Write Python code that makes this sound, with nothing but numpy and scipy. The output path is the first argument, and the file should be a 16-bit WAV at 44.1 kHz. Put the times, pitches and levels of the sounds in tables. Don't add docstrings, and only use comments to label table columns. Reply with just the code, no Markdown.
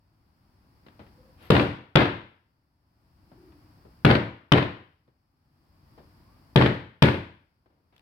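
import sys
import numpy as np
from scipy import signal
from scipy.fft import rfft, irfft, next_fast_len
from scipy.io import wavfile
from scipy.ndimage import uniform_filter1d, minimum_filter1d

SR = 44100
rng = np.random.default_rng(int(sys.argv[2]) if len(sys.argv) > 2 else 0)


def log_audio(samples):
    frames = np.atleast_2d(samples).T
    limited = np.clip(frames, -1, 1)
    pcm = np.round(limited * 32767).astype(np.int16)
    wavfile.write(sys.argv[1], SR, pcm)


N = 353417

# (time [s], force [dB], bass [dB], mids [dB], top [dB], board's air time [s], landing level [dB])
CLAP_HITS = [(1.5022, 6.5, 1.8, 2.5, 3, .0485, 5.5), (1.955, 5.5, -4, -0.3, -6, 0.051, -3),
             (4.0479, 6, 0, 0.8, -1.5, 0.054, 6), (4.5190, 3, -2, 0.4, -5, .055, -2.5),
             (6.5581, 6, 2.5, 0.7, 0, .053, 5.5), (7.0213, 1.6, .3, -1.5, 1.5, 0.063, -6.5)]


def claps():
    out, room = np.zeros((2, N)), reverberation(ROOM_TAIL_EQ)
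    for time, force_db, bass_db, mids_db, top_db, air_s, landing_db in CLAP_HITS:
        eq = [(150, bass_db), (800, mids_db), (3200, -0.6), (8000, top_db)]
        add(out, time, gain_of(force_db) * coloured(clap(room), eq))
        for delay, db in hops(air_s):
            add(out, time + delay, gain_of(landing_db + db) * landing())
    return out


# (delay [s], level [dB])
SLAPBACKS = [(0.0136, -6.5), (0.0216, -24.5)]


def clap(room, shared=0.65, right_lag_s=.00034):
    direct = hand_strike()
    tail = shared * room + np.sqrt(1 - shared ** 2) * reverberation(ROOM_TAIL_EQ)
    out = gain_of(-0.68) * tail + table_ring()
    add(out, 0, np.array([direct[0], np.roll(direct[1], round(right_lag_s * SR))]))
    reflected = coloured(direct, [(150, -1), (900, -6), (2000, -5), (3400, 1.5), (5000, -9), (8000, -11.5)])
    for delay, db in SLAPBACKS:
        add(out, delay, gain_of(db) * reflected)
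    return palm_hollow(out)


# (frequency [Hz], level [dB])
CRACK_EQ = [(60, -12.5), (200, -5), (480, 6.5), (750, -2.5), (1200, -1), (2200, -6.5), (2800, -2.5),
            (3500, -4.5), (4200, -13.5), (5400, -17.5), (6800, -31.5), (11000, -31.5), (16000, -36.5)]


def hand_strike(palm_delay_s=.0032):
    out = np.zeros((2, SR // 5))
    add(out, 0, gain_of(11.5) * table_flex(hz=160, rise=0.00049, decay=0.0053))
    heel = burst(CRACK_EQ, decay=0.0028, rise=0.00031)
    add(out, 0, gain_of(1) * coloured(heel, [(1000, 5), (3000, -2.5), (8000, -6)]))
    add(out, palm_delay_s, gain_of(8) * burst(CRACK_EQ, decay=0.0018, rise=0.00017))
    return out


def palm_hollow(x, bands=26):
    hz = np.geomspace(400, 4500, bands)
    ripple_db = rng.uniform(-2.5, 2.5, bands) * signal.windows.tukey(bands, .2)
    return coloured(x, np.column_stack([hz, ripple_db]))


def table_flex(hz, rise, decay):
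    t = np.arange(SR // 10) / SR
    swing = -np.sin(2 * np.pi * hz * t) * (1 - np.exp(-t / rise)) * np.exp(-t / decay)
    return np.array([swing, swing])


# (frequency [Hz], level [dB], T60 [s])
BOOM_MODES = [(73.2, -12, 0.42), (89.5, -10.5, 0.55), (114, -8.5, 0.38), (126.6, 0.5, .32),
              (174.2, -13, 0.51), (211, -6, 0.36), (287.5, -9, 0.46), (336.5, -10, 0.56), (369.7, -12, .33),
              (449, -14, 0.11), (578, -14.5, .33)]


def table_ring(build_s=0.0058):
    t = np.arange(SR) / SR
    hz, db, t60 = np.transpose(BOOM_MODES)[:, :, None]
    spot_db = 1.5 * rng.standard_normal(hz.shape)
    t60 = np.minimum(t60, curve_at(ROOM_DECAY, hz))
    fades = gain_of(db + spot_db - 60 * t / t60)
    ring = (fades * np.sin(2 * np.pi * hz * t)).sum(0)
    return np.array([ring, ring]) * (1 - np.exp(-(t / build_s) ** 2))


def hops(air_s, battery_air_s=.0622, rebound=.93):
    return [(air_s, 0), (battery_air_s, -0.15), (air_s * (1 + rebound), -4.5)]


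# (frequency [Hz], level [dB])
KNOCK_EQ = [(70, -18), (150, -2), (350, 5.5), (1200, -2), (2800, -7.5), (4400, -16.5), (6300, -43),
            (15000, -48.5)]


def landing():
    knock = gain_of(-2) * burst(KNOCK_EQ, decay=0.0034, rise=0.0018)
    add(knock, 0, gain_of(1) * table_flex(hz=227, rise=0.001, decay=0.0035))
    out = gain_of(-27) * reverberation(KNOCK_EQ) + gain_of(-17) * table_ring()
    add(out, 0, knock)
    add(out, SLAPBACKS[0][0], gain_of(-11.5) * knock)
    return out


# (frequency [Hz], level [dB])
TOUCH_EQ = [(40, -15), (170, 0), (400, -2.5), (800, -7.5), (1500, -13.5), (4000, -25.5), (6500, -44.5),
            (15000, -60)]
# (time [s], level [dB], treble [dB], decay [s])
HAND_MOVES = [(0.864, -45.5, 2, 0.012), (0.884, -48, 5.5, 0.005), (.993, -43, -1, 0.031),
              (1.065, -55.5, 6.5, .012), (3.316, -45.5, -11, 0.014), (3.52, -65, 11.5, .012),
              (3.851, -49, -14.5, 0.026), (5.078, -45.5, -4.5, 0.015), (5.977, -47.5, -7, 0.03),
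              (7.659, -46, -1.5, 0.015), (7.7, -54.5, -3.5, 0.11), (7.925, -55.5, 6, 0.095)]


def touches():
    out = np.zeros((2, N))
    for time, db, treble_db, decay in HAND_MOVES:
        touch = gain_of(-12.5) * reverberation(TOUCH_EQ) + gain_of(-12) * table_ring()
        add(touch, 0, burst(TOUCH_EQ, decay))
        add(out, time, gain_of(db) * coloured(touch, [(500, 0.014), (2500, treble_db)]))
    return out


# (time [s], level [dB], pitch [Hz])
DRY_TICKS = [(.867, -55, 3700), (7.964, -42.5, 3290), (7.980, -45, 3300), (7.994, -45.5, 2290)]


def ticks():
    out = np.zeros((2, N))
    for time, db, hz in DRY_TICKS:
        eq = [(hz / 2, -14), (hz, 0), (4400, -9), (6500, -24)]
        add(out, time, gain_of(db) * burst(eq, decay=0.0017))
    return out


# (frequency [Hz], level [dB])
SLEEVE_EQ = [(100, 2), (600, 0.5), (2800, -3), (4500, -11.5), (6500, -27), (12000, -24.5), (16000, -26)]
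# (time [s], length [s], level [dB], pitch [Hz], rise [oct], arch [oct])
WHISTLE_STRANDS = [(1.412, .095, -75.5, 13320, -.07, .1), (1.414, .06, -70, 11440, .11, 0.082)]


def downswing():
    out = np.zeros((2, N))
    swish = diffuse(SLEEVE_EQ, count=8192)
    add(out, 1.36, gain_of(-53) * swish * np.hanning(swish.shape[1]))
    for time, *strand in WHISTLE_STRANDS:
        add(out, time, fuzzy_tone(*strand, half_width_hz=46))
    return out


# (frequency [Hz], level [dB])
ROOM_TAIL_EQ = [(25, -20.5), (52, -11), (80, -4), (115, 0), (160, -2.5), (320, -0.5), (570, -4.5),
                (720, -10), (950, -10), (1250, -14), (1700, -12.5), (3300, -20.5), (4500, -28.5),
                (5500, -39.5), (6600, -49.5), (10500, -49.5), (15500, -57)]
# (frequency [Hz], T60 [s])
ROOM_DECAY = [(60, 0.53), (160, .44), (420, 0.39), (1100, 0.49), (2900, 0.5), (5000, 0.46), (12000, 0.39)]


def reverberation(eq, build_s=0.004):
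    hz, t, bands = signal.stft(diffuse(eq, SR), SR, nperseg=256)
    fades = gain_of(-60 * t / curve_at(ROOM_DECAY, hz)[:, None])
    tail = signal.istft(bands * fades, SR, nperseg=256)[1][:, :SR]
    return tail * (1 - np.exp(-np.arange(SR) / SR / build_s))


# (frequency [Hz], level [dB])
ROOM_TONE_EQ = [(20, -14), (60, 0.5), (100, -1), (200, -10), (310, -11.5), (430, -23), (950, -18.5),
                (1700, -26.5), (3900, -37), (4700, -27), (5300, -30), (6200, -45), (12000, -38.5),
                (16000, -39.5)]
# (time [s], length [s], level [dB], pitch [Hz], rise [oct], arch [oct])
FAR_HUMS = [(1.13, 0.25, -64.5, 507, .02, 0.013), (3.28, .32, -60, 360, .04, .03),
            (3.18, 0.59, -61, 312, -.02, 0.011), (6.168, 0.23, -73, 1090, 0.55, 0.058)]


def room_tone():
    out = gain_of(-56.5) * diffuse(ROOM_TONE_EQ, next_fast_len(N))[:, :N]
    for time, *hum in FAR_HUMS:
        add(out, time, fuzzy_tone(*hum, half_width_hz=20.4))
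    return out


def fuzzy_tone(length, db, hz, rise, arch, half_width_hz, swell=.7):
    position = np.linspace(-1, 1, round(length * SR))
    pitch = hz * 2 ** (rise * position / 2 - arch * position ** 2)
    lowpass = signal.butter(2, half_width_hz, fs=SR, output="sos")
    real, imag = signal.sosfilt(lowpass, rng.standard_normal((2, len(position))))
    carrier = np.exp(2j * np.pi * np.cumsum(pitch) / SR)
    band = unit_rms(((real + 1j * imag) * carrier).real)
    tone = gain_of(db) * band * (1 - position ** 2) ** swell
    return np.array([tone, tone])


def burst(eq, decay, rise=0.000067, count=8192):
    t = np.arange(count) / SR
    fade = (1 - np.exp(-t / rise)) * np.exp(-t / decay)
    white = diffuse([(20, 0), (20000, 0)], count)
    return unit_rms(coloured(white * fade, eq)) * np.sqrt(np.mean(fade ** 2)) / fade.max()


def diffuse(eq, count, mic_spacing_m=.18):
    hz = np.fft.rfftfreq(count, 1 / SR)
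    left, unrelated = rfft(rng.standard_normal((2, count)))
    coherence = .96 * np.sinc(2 * hz * mic_spacing_m / 343)
    right = coherence * left + np.sqrt(1 - coherence ** 2) * unrelated
    return unit_rms(irfft(np.array([left, right]) * gain_of(curve_at(eq, hz)), count))


def coloured(x, eq, size=4096):
    log_gain = np.log(gain_of(curve_at(eq, abs(np.fft.fftfreq(size, 1 / SR)))))
    taps = np.fft.ifft(np.exp(np.conj(signal.hilbert(log_gain)))).real
    return signal.fftconvolve(x, taps[None, :size // 2], axes=1)[:, :x.shape[1]]


def curve_at(points, hz):
    point_hz, value = np.transpose(points)
    return np.interp(np.log(hz + 1), np.log(point_hz + 1), value)


def gain_of(db):
    return 10 ** (np.asarray(db) / 20)


def unit_rms(x):
    return x / np.sqrt(np.mean(x ** 2) + 1e-20)


def add(mix, time, sound):
    part = mix[:, max(round(time * SR), 0):][:, :sound.shape[1]]
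    part += sound[:, :part.shape[1]]


# (frequency [Hz], level [dB])
HAND_PAN = [(120, 1), (500, 0.9), (1100, 2.08), (3000, 2.5), (8000, 2.5), (13000, 3.5)]


def scene():
    left, right = claps() + touches() + ticks() + downswing()
    left = coloured(left[None], HAND_PAN)
    right = coloured(right[None], [(hz, -db) for hz, db in HAND_PAN])
    return np.vstack([left, right]) + room_tone() * gain_of([[.9], [-.9]])


def level_db(x, window_s=0.0037):
    power = uniform_filter1d((x ** 2).mean(0), round(window_s * SR))
    return 10 * np.log10(abs(power) + 1e-12)


def released(cut_db, db_per_s):
    ramp = np.arange(N) / SR * db_per_s
    return uniform_filter1d(np.maximum.accumulate(cut_db + ramp) - ramp, size=64)


def gain_control(x, threshold_db=-18, depth_db=14, hold_s=0.68, start_db=11, opening_s=1.13):
    cut_db = np.clip(2 * (level_db(x) - threshold_db), 0, depth_db)
    half = round(hold_s * SR / 2)
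    held_db = -minimum_filter1d(-cut_db, 2 * half + 1, origin=half)
    opening_db = start_db * np.maximum(1 - np.arange(N) / SR / opening_s, 0)
    return x / gain_of(np.maximum(released(held_db, db_per_s=21.5), opening_db))


def limiter(x, ceiling_db=-8.0, ahead_s=0.0039):
    over_db = np.maximum(level_db(x) - ceiling_db, 0)
    cut_db = -minimum_filter1d(-over_db, 2 * round(ahead_s * SR) + 1)
    return x / gain_of(released(cut_db, db_per_s=97.5))


def record(dry, low_cut_hz=42, high_cut_hz=16300):
    x = limiter(gain_control(dry))
    x = signal.sosfilt(signal.butter(1, low_cut_hz, "high", fs=SR, output="sos"), x)
    x = x / (1 + x ** 8) ** (1 / 8)
    high_cut = signal.firwin(511, high_cut_hz, window=("kaiser", 9), fs=SR)
    return signal.oaconvolve(x, high_cut[None], "same")


dry = scene()
out = record(dry)
log_audio(out)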